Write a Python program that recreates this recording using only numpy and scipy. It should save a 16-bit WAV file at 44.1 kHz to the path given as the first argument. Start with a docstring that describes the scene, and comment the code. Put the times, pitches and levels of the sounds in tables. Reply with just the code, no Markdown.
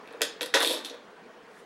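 """Clacks of a sewing machine at rest

The levers of the thread trimmer and presser foot clack three times; the last clack runs into a short
rattling whirr and a few light ticks. Impacts and sliding friction excite the resonances of the machine
and its table, and a small room reverberates. A motor idles softly, and cloth rustles at the end."""
import sys
import numpy as np
from scipy import signal
from scipy.fft import rfft, irfft, next_fast_len
from scipy.io import wavfile
from scipy.ndimage import uniform_filter1d

SR = 44100
rng = np.random.default_rng(int(sys.argv[2]) if len(sys.argv) > 2 else 0)


def master_out(mix):
    """Clip the mix to full scale and print it as 16-bit PCM to the path in sys.argv[1]."""
    frames = np.transpose(np.atleast_2d(mix))
    ceiling = np.clip(frames, -1, 1)
    pcm = np.round(ceiling * 32767).astype(np.int16)
    wavfile.write(sys.argv[1], SR, pcm)


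N = 72765
T = np.arange(N) / SR


def amp(db):
    return 10 ** (np.asarray(db) / 20)


def unit(x):
    return x / np.sqrt(np.mean(x ** 2) + 1e-20)


def along(points, hz):
    """Interpolation on a logarithmic frequency axis."""
    f, values = np.transpose(points)
    return np.interp(np.log(hz + 1), np.log(f + 1), values)


def curves(rows):
    """Linear envelopes, one per column; the first is silent outside the table."""
    s, level, *cols = np.transpose(rows)
    return [np.interp(T, s, level, left=-120, right=-120)] + [np.interp(T, s, c) for c in cols]


def filtered(x, response):
    """Linear filtering: the spectrum is multiplied by a frequency response."""
    size = next_fast_len(N + SR // 2)
    return irfft(rfft(x, size) * response(np.fft.rfftfreq(size, 1 / SR)), size)[:N]


def ring(x, modes, relative_band=0.82):
    """Modal superposition: resonances of alternating sign, band-passed, with unit mean power gain."""
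    def response(f):
        peak = lambda hz, width: 1j * f * width / (hz * hz - f * f + 1j * f * width)
        middle = np.sqrt(modes[0][0] * modes[-1][0])
        h = sum((-1) ** k * amp(db) * peak(hz, width) for k, (hz, width, db) in enumerate(modes))
        h *= peak(middle, relative_band * middle) ** 2
        return h / np.sqrt(np.mean(np.abs(h) ** 2))
    return filtered(x, response)


def rush(spectrum, patchy_db):
    """Random modulation: coloured noise of unit rms whose gain wanders over time and frequency."""
    cells = signal.stft(rng.standard_normal(N + 512), nperseg=512)[2]
    patches = uniform_filter1d(rng.standard_normal(cells.shape), size=4, axis=0)
    patches = uniform_filter1d(patches, size=6, axis=1)
    noise = signal.istft(cells * amp(patchy_db * unit(patches)), nperseg=512)[1][:N]
    return unit(filtered(noise, lambda hz: amp(along(spectrum, hz))))


IDLE_SPECTRUM = [(20, -29), (96, -26), (222, -4.5), (337, -8), (460, 2.7), (560, -7.5), (630, -3),
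                 (800, -6.5), (1030, -6), (1300, -8.5), (1600, -7), (2100, -13.5), (4060, -23), (5680, -28),
                 (12400, -41), (16000, -57)]  # motor and air noise (frequency [Hz], relative density [dB])
IDLE_ENVELOPE = [(0, -48), (.3, -47.5), (1, -50), (1.65, -50)]  # its strength (time [s], level [dB])
def idle():
    """Broadband noise of the motor and room air, with a faint narrowband electrical whine."""
    level, = curves(IDLE_ENVELOPE)
    whine = ring(rng.standard_normal(N), [(15730, 58, 0)])
    return amp(level) * rush(IDLE_SPECTRUM, patchy_db=1.97) + amp(-84) * whine


CLOTH_SPECTRUM = [(1500, -22.5), (3000, -1), (5000, -6.5), (10000, -6), (15000, -23)]  # rubbing fabric (frequency [Hz], relative density [dB])
CLOTH_ENVELOPE = [(1.42, -86), (1.5, -73.5), (1.53, -69.5), (1.6, -61), (1.65, -77)]  # its swell (time [s], level [dB])
def cloth():
    """Friction noise of fabric gathered up in the hands."""
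    level, = curves(CLOTH_ENVELOPE)
    return amp(level) * rush(CLOTH_SPECTRUM, patchy_db=-0.5)


ROOM_DECAY = [(200, 0.63), (500, 0.32), (1500, 0.3), (4000, 0.37), (10000, 0.2), (15000, 0.12)]  # reverberation time (frequency [Hz], T60 [s])
def room(x, delay_s=0.0045, step_s=0.15):
    """Reverberation: each frequency decays at its own rate, in random tails that slowly crossfade."""
    out = np.zeros(N)
    for centre_s in np.arange(0, T[-1] + step_s, step_s):
        hz, t, cells = signal.stft(rng.standard_normal(SR // 2), SR, nperseg=256)
        decay = amp(-60 * t / along(ROOM_DECAY, hz)[:, None])
        tail = signal.istft(cells * decay, SR, nperseg=256)[1]
        tail = np.pad(tail / np.linalg.norm(tail), (round(delay_s * SR), 0))
        fade = np.cos(np.pi / 2 * np.clip((T - centre_s) / step_s, -1, 1))
        out += signal.fftconvolve(x * fade, tail)[:N]
    return amp(-5.5) * out


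def whirr(ticks, sliding_share=0.64):
    """Incoherent addition: tiny knocks are mixed by power with the noise of sliding friction."""
    return np.sqrt(1 - sliding_share) * unit(ticks) + np.sqrt(sliding_share) * rng.standard_normal(N)


# Metal contacts (time [s], relative level [dB], offsets for table, housing, arm, plate, ping [dB])
IMPACTS = [(.0563, -63.5, 12, 6, 22, -17, -26), (0.0743, -47, -19, -11, 14.5, -14, -8),
           (0.0868, -53, -11, -6, 16, -16, -17), (.1077, -52, 16.5, 2, 13, -7, -25),
           (.1254, -51.5, -19, -8, 1, -21, -1), (.1344, -49, -1, 11.5, 11, -23, -25),
           (.1414, -58, 26.5, -7, -6, -16, -22), (.2084, -38.5, 18, 12, 14.5, -8, -16),
           (.2172, -18, 0.5, 2.5, 3, 2, 1.5), (.2244, -22.5, -20, 0, -19, -31, -28),
           (.2304, -24.5, -6.5, -9.5, -10, -4, -25), (0.4089, -22.5, 1.5, 0.5, 1, -9, -20),
           (.4164, -28.5, 1.5, 0, 3, -29, -1), (.4215, -28, -8, -1.5, -15, -6, -14),
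           (.4294, -25, 0.5, -1.5, -28, -16, -4), (.4594, -33, -16, 1.5, -6, -3.5, -1.5),
           (.539, -19.5, 2, 12, -12, -24, -10), (.5432, -15.5, 0.5, 2, -26, 0, -11),
           (.5482, -17, 5.5, -8, 2.5, -25, -11.5), (0.5557, -19, 2, -7, -5, -1, -28),
           (.5671, -23.5, 2.5, 8.5, -32, -26, -14), (.5824, -32, 8.5, -6, -24, -10, -7),
           (.6035, -23, -3, -2.5, -10, -26, -5.5), (.6114, -24, 0, 6, -25, -19, -25),
           (.6285, -20.5, 4, -8, -23.5, -5.5, -3.5), (.6469, -17.5, -29, -7, 0, -33, -21),
           (.6624, -25, -5, -27, -26, -12, -16), (.6734, -20.5, -38, -29.5, -29, -34, -2.5),
           (.7044, -31, 15, -32, -26, -25, -17.5), (.7233, -35.5, 1, -3, -20, -21, -4),
           (.7814, -38, 2, -14, 0.5, -4, -25), (.847, -27.5, -12, -11, -8.5, -8, -14),
           (.8584, -32.5, -28, -19, -5, -24, -12), (.8973, -36.5, -26, -7.5, -2, -3, -11),
           (.9064, -40, 11, -21, -13.5, -10, -31.5), (.9424, -48, 12, 4.5, -28, -16, -8)]
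# One entry per part: bed, table, cover, housing, arm, clack, plate, ping
IMPACT_COUPLING = [-24, -13.5, -19, -14, -14, -8, -5.5, -6.5]  # (gain [dB])
CHATTER_DECAY = [0.035, 0.02, 0.0081, 0.011, 0.012, 0.036, 0.04, 0.031]  # (T60 [s])
FIRST_TOUCH = [3, 7, 3, 7, 5, 3, 2, 2]  # (weight of the impulse against the chatter [1])
def impacts(part, rise_s=0.00061):
    """Impact excitation of one part: each contact is an impulse and exponentially decaying chatter."""
    t, out = T[:SR // 10], np.zeros(N + SR)
    envelope = amp(-60 * t / CHATTER_DECAY[part]) * (1 - np.exp(-t / rise_s))
    for s, db, table, housing, arm, plate, ping in IMPACTS:
        offset_db = [table, table, housing, housing, arm, 0, plate, ping][part]
        force = envelope * rng.standard_normal(len(t))
        force[round(rise_s * SR)] = FIRST_TOUCH[part] * np.sqrt(CHATTER_DECAY[part] * SR / 50)
        out[round(s * SR):][:len(t)] += amp(db + offset_db + IMPACT_COUPLING[part]) * force
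    return out[:N]


# Resonances of the parts (frequency [Hz], bandwidth [Hz], relative gain [dB])
BED_MODES = [(270.4, 61.5, -3.5), (330, 70, -1)]
TABLE_MODES = [(451, 47.6, 4), (508.8, 30.2, 5), (595, 50, -7), (984, 39, -4.5)]
COVER_MODES = [(853, 140, 1), (1273, 110, -0.5)]
HOUSING_MODES = [(1477, 160, -1.5), (1680, 180, 0), (1910, 264, 0.5)]
ARM_MODES = [(2240, 220, -2.5), (2654, 140, -1.5)]
CLACK_MODES = [(3437, 665, 0), (3810, 180, 3), (4180, 410, -5)]
PLATE_MODES = [(5066, 1150, 7), (7500, 530, -10.5)]
PING_MODES = [(8100, 590, 1), (9400, 460, -2.5), (10500, 1000, -1.5), (13100, 1260, -8),
              (14250, 2100, -13.5)]
# Course of the whirr (time [s], relative level [dB], offsets for bed, table, housing, ping [dB])
WHIRR_ENVELOPE = [(.55, -16, -25, -3.5, -6.5, -11.5), (.58, -29, -9, -14, 6, -11.5),
                  (.602, -26, -11, -11, -1, -8), (.626, -28.5, -24, 12.5, 3.5, -4.5),
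                  (.665, -26, 3.5, -2, -19, -3.5), (.7, -27.5, -5.5, -5, -18, -7.5),
                  (.736, -27, 2, 5, -7, -5), (.802, -46, 3.5, -16, 4.5, -10),
                  (.838, -60, 8.5, -9, 12, -6.5), (.85, -35, -15, -13.5, -10, -3.5),
                  (.936, -58, 11, 24.5, 13, -15), (1.02, -96, -6, 14, -3, -25)]
WHIRR_COUPLING = [-12, -10, -11.5, -10.5, -18, -6, -14.5, -5.5]  # one entry per part (gain [dB])
def machine(ticks_per_s=370, tick_spread_db=5):
    """Forced vibration: impacts and whirr drive the body, table, levers and small steel parts."""
    level, bed, table, housing, ping = curves(WHIRR_ENVELOPE)
    parts = [(BED_MODES, bed), (TABLE_MODES, table), (COVER_MODES, housing), (HOUSING_MODES, housing),
             (ARM_MODES, 0), (CLACK_MODES, 0), (PLATE_MODES, 0), (PING_MODES, ping)]
    ticks = (rng.random(N) < ticks_per_s / SR) * amp(tick_spread_db * rng.standard_normal(N))
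    out = np.zeros(N)
    for part, (modes, offset_db) in enumerate(parts):
        rattle = amp(level + offset_db + WHIRR_COUPLING[part]) * whirr(ticks)
        out += ring(impacts(part) + rattle, modes)
    return out


def scene():
    """Superposition of the machine, its reverberation and the background."""
    direct = machine()
    return (direct + room(direct) + idle() + cloth())[None]


MIC_RESPONSE = [(60, 0.5), (150, 0), (250, -0.64), (15800, -2), (15900, -15.5)]  # microphone colour (frequency [Hz], gain [dB])
def record(dry, top_hz=16435):
    """Band limiting: the microphone colours the sound and passes nothing above top_hz."""
    return filtered(dry[0], lambda hz: amp(along(MIC_RESPONSE, hz)) * (hz < top_hz))[None]


dry = scene()
out = record(dry)
master_out(out)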